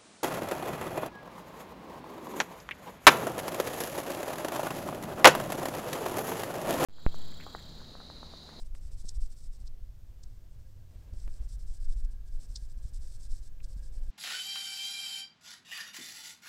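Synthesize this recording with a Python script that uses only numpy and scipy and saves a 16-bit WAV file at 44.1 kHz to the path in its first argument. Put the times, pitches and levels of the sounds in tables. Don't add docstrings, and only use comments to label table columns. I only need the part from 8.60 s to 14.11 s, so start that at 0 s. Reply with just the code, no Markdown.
import sys
import numpy as np
from scipy import signal
from scipy.fft import rfft, irfft
from scipy.io import wavfile
from scipy.ndimage import uniform_filter1d

SR = 44100
rng = np.random.default_rng(int(sys.argv[2]) if len(sys.argv) > 2 else 0)


def int16_out(signal):
    q = np.round(np.clip(np.atleast_2d(signal).T, -1, 1) * 32767)
    wavfile.write(sys.argv[1], SR, q.astype(np.int16))


N = 242882
TIME = np.arange(N) / SR
BIN_HZ = np.fft.rfftfreq(N, 1 / SR)


def gain_of(db):
    return 10 ** (np.asarray(db) / 20)


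def unit_rms(x):
    return x / np.sqrt(np.mean(x ** 2) + 1e-20)


def fader(curve):
    return gain_of(np.interp(TIME, *np.transpose(curve)))


def swell(peak_s, level_db, half_width_s):
    return gain_of(level_db) * np.exp(-((TIME - peak_s) / half_width_s) ** 2 / 2)


def coloured(x, eq, focus=1):
    hz, db = np.transpose(eq)
    response = gain_of(np.interp(np.log(BIN_HZ + 1), np.log(hz + 1), db))
    return unit_rms(irfft(rfft(x) * focus * response, N))


def noise():
    return rng.standard_normal(N)


def drift(rate_hz):
    return unit_rms(irfft(rfft(noise()) * np.exp(-(BIN_HZ / rate_hz) ** 2), N))


def fuzzy_tone(pitch_hz, width_hz):
    return unit_rms(irfft(rfft(noise()) / (1 + ((BIN_HZ - pitch_hz) / width_hz * 1.24) ** 2), N))


def grainy_noise(per_s, share):
    grains = unit_rms(noise() * (rng.random(N) < per_s / SR))
    return np.sqrt(share) * grains + np.sqrt(1 - share) * noise()


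def bursts(rows, eq, fall_s):
    out = np.zeros(N)
    for peak_s, level_db, rise_s, pitch_hz, spread_octaves in rows:
        from_peak = np.maximum((peak_s - TIME) / rise_s, (TIME - peak_s) / fall_s)
        envelope = np.exp(-from_peak ** 1.5)
        phases = np.angle(rfft(envelope * noise()))
        slips = irfft(np.exp(1j * phases), N)
        focus = 1 / np.sqrt(1 + (np.log2((BIN_HZ + 1) / pitch_hz) / spread_octaves) ** 2)
        burst = coloured(slips * envelope ** (1 / 8), eq, focus)
        out += gain_of(level_db) * np.sqrt(np.mean(envelope ** 2)) * burst
    return out


# frequency_hz, gain_db
AIR_EQ = [(10, -9), (45, 7.5), (88, -3), (120, -4.5), (165, -14), (300, -20), (550, -28), (900, -31.5),
          (2500, -36), (4000, -35.5), (5200, -34.5), (8000, -37.5), (10500, -42.5), (14500, -35.5),
          (16000, -46)]
# time_s, level_db
WHINE_FADER = [(0, -110), (2.1, -88), (2.9, -83), (5.51, -81.5)]

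def room():
    cloth_swell = swell(peak_s=2.34, level_db=-61, half_width_s=0.44)
    drone_and_cloth = (gain_of(-59.5) + cloth_swell) * fuzzy_tone(pitch_hz=90, width_hz=26)
    hum_gain = gain_of(-86) + swell(peak_s=5.23, level_db=-75.5, half_width_s=0.12)
    hum = hum_gain * fuzzy_tone(pitch_hz=525, width_hz=36)
    waver = gain_of(drift(rate_hz=7.3))
    whine = fader(WHINE_FADER) * waver * fuzzy_tone(pitch_hz=1632, width_hz=56)
    air = gain_of(-57) * coloured(noise(), AIR_EQ)
    return air + drone_and_cloth + hum + whine


# frequency_hz, gain_db
RUMBLE_EQ = [(4, -16.5), (12, 9), (22, -3), (42, -3), (55, -10.5), (70, -22), (110, -31.5), (200, -43),
             (500, -65.5), (2000, -100)]
# time_s, level_db
SWAY_FADER = [(0, -35), (.48, -34.5), (.6, -29), (.78, -42.5), (.9, -40.5), (1.1, -34), (1.45, -48),
              (1.67, -40), (1.85, -47), (2.48, -48.5), (2.54, -33.5), (3.15, -35), (3.4, -29.5),
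              (3.58, -38), (4.35, -34.5), (4.85, -37), (5.51, -32.5)]

def microphone_rumble(trim_db=-1, compression=0.75):
    jolts = coloured(grainy_noise(per_s=32, share=0.8), RUMBLE_EQ)
    power = uniform_filter1d(np.abs(signal.hilbert(jolts)) ** 2, size=4000)
    envelope = uniform_filter1d(np.sqrt(np.abs(power)), size=1500)
    rocking = unit_rms(jolts / envelope ** compression)
    soft_ends = signal.windows.tukey(N, 0.004)
    return gain_of(trim_db) * fader(SWAY_FADER) * rocking * soft_ends


# peak_s, level_db, half_width_s
APRON_SHOVES = [(0.58, -22, 0.008), (0.631, -24, 0.0097), (.898, -27, 0.011), (2.537, -31.5, 0.0042),
                (2.713, -31.5, 0.0091), (3.101, -27.5, 0.014), (3.296, -21.5, 0.0165), (3.368, -24, 0.0081),
                (3.453, -21.5, 0.01), (3.756, -25.5, 0.0124), (4.368, -25, 0.011), (4.731, -23.5, 0.016),
                (5.425, -24.5, .013)]

def apron_shoves():
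    out = np.zeros(N)
    for peak_s, level_db, half_width_s in APRON_SHOVES:
        from_peak = (TIME - peak_s) / half_width_s
        out -= gain_of(level_db) * (1 - from_peak ** 2) * np.exp(-from_peak ** 2 / 2)
    return out


# frequency_hz, gain_db
BUMP_EQ = [(20, -13), (70, 5), (300, 5.5), (700, -1), (2000, -21), (6000, -65)]
# peak_s, level_db, rise_s, pitch_hz, spread_octaves
CLOTH_BUMPS = [(.445, -45.5, .0025, 170, .3), (2.538, -49, .005, 170, .35), (2.68, -53.5, .006, 246, .65)]

def cloth_bumps():
    return bursts(CLOTH_BUMPS, BUMP_EQ, fall_s=0.003)


# frequency_hz, gain_db
SLEEVE_EQ = [(80, -11.5), (200, 0.5), (400, -3.5), (600, -3.5), (850, -11), (1500, -17.5), (3000, -18),
             (8000, -31.5), (16000, -35)]
# peak_s, level_db, half_width_s
ARM_REACHES = [(.3, -77, 0.17), (1.85, -77, .06), (2.386, -69.5, 0.094), (2.6, -69.5, .1),
               (2.786, -66.5, 0.057), (3.35, -80, 0.14), (3.78, -69.5, 0.068), (5.5, -67.5, 0.13)]

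def sleeve(rest_db=-76.5, crumple_db=2):
    movement = np.sqrt(gain_of(rest_db) ** 2 + sum(swell(*reach) ** 2 for reach in ARM_REACHES))
    crumple = gain_of(crumple_db * drift(rate_hz=12.5))
    return movement * crumple * coloured(grainy_noise(per_s=500, share=0.27), SLEEVE_EQ)


# frequency_hz, gain_db
TICK_EQ = [(100, -20), (600, 5.5), (2500, -0.5), (5500, -12.5), (8500, -8), (12000, -13), (16000, -34)]
# peak_s, level_db, rise_s, pitch_hz, spread_octaves
HANDLING_TICKS = [(.151, -55, .0034, 3000, 2.4), (2.679, -55.5, .0036, 2200, 3),
                  (5.005, -60.5, .005, 2600, .13)]

def handling_ticks():
    return bursts(HANDLING_TICKS, TICK_EQ, fall_s=0.003)


# frequency_hz, gain_db
RASP_EQ = [(1000, -9), (2500, -20.5), (3500, -2), (5200, 3), (6600, -2), (7900, 1.5), (9500, -7.5),
           (12000, -28), (16000, -27)]
# peak_s, level_db, rise_s, pitch_hz, spread_octaves
FIBRE_SNAGS = [(.4925, -40.5, 0.0056, 6140, 0.33), (1.077, -55.5, 0.0074, 4630, 0.26),
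               (1.637, -54, 0.0042, 6100, 0.46), (2.537, -65, 0.0044, 5260, 0.77),
               (2.602, -59, 0.0037, 5430, 0.33), (3.329, -62.5, 0.007, 4060, 0.6),
               (3.45, -63.5, .004, 6000, .7), (3.9605, -37, 0.0022, 4760, 0.25),
               (3.972, -51.5, 0.0056, 5230, 0.42), (5.047, -57, 0.011, 5140, 0.78)]

def fibre_snags():
    return bursts(FIBRE_SNAGS, RASP_EQ, fall_s=0.004)


def glide(start_s, end_s, ease_s=0.027):
    ramp = np.clip(np.minimum(TIME - start_s, end_s - TIME) / ease_s, 0, 1)
    return np.sin(np.pi / 2 * ramp) ** 2


# frequency_hz, gain_db
COTTON_EQ = [(1500, -17), (2900, -17.5), (3500, -8), (4300, -4), (5200, 0.5), (6000, -2.5), (6700, -5.5),
             (7800, 1), (8700, -1.5), (9600, -7.5), (11000, -12.5), (13000, -20.5), (16000, -43)]
# time_s, level_db
PRESSURE_FADER = [(0, -60), (.25, -68), (.42, -59), (.56, -62), (1.0, -67), (1.65, -78.5), (2.42, -79.5),
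                  (2.58, -68.5), (2.83, -67), (2.91, -62), (3.05, -66), (3.3, -63.5), (3.75, -70),
                  (3.82, -60.5), (3.9, -66), (4.28, -67), (4.34, -60.5), (4.44, -63.5), (4.74, -60.5),
                  (4.87, -65.5), (5.35, -66.5), (5.47, -72.5)]
# land_s, turn_s (none or several), lift_s
PAD_TOUCHES = [(-.04, 0.043, 0.085), (.138, .2, .303, .362, .435, .53, .588), (.59, .688, .752, .892),
               (0.907, .984, 1.042, 1.09), (1.64, 1.79), (1.895, 1.97, 2.05, 2.14), (2.28, 2.465),
               (2.526, 2.679, 2.802, 2.871, 2.973), (2.978, 3.052, 3.192, 3.273, 3.353, 3.428, 3.474),
               (3.495, 3.545), (3.648, 3.703, 3.783, 3.875, 4.077, 4.143), (4.16, 4.207, 4.315),
               (4.322, 4.393, 4.585, 4.685, 4.809, 4.898), (5.018, 5.073, 5.154, 5.209, 5.303),
               (5.31, 5.411, 6.5)]

def cotton_pad(turn_speed=0.14, speed_exponent=0.98, flutter_db=0.92, trim_db=-0.48):
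    speed = np.zeros(N)
    for touch in PAD_TOUCHES:
        strokes = sum(glide(start_s, end_s) for start_s, end_s in zip(touch, touch[1:]))
        speed += turn_speed * glide(touch[0], touch[-1]) + (1 - turn_speed) * strokes
    grip = gain_of(trim_db + flutter_db * drift(rate_hz=59))
    hiss = coloured(grainy_noise(per_s=1100, share=0.37), COTTON_EQ)
    return fader(PRESSURE_FADER) * speed ** speed_exponent * grip * hiss


def scene():
    pad = cotton_pad() + fibre_snags()
    handling = handling_ticks() + cloth_bumps() + sleeve()
    return (pad + handling + microphone_rumble() + apron_shoves() + room())[None]


def record(dry):
    low_pass = signal.firwin(511, cutoff=15900, window=("kaiser", 9), fs=SR)
    return signal.oaconvolve(dry, low_pass[None], "same")


dry = scene()
out = record(dry)
int16_out(out)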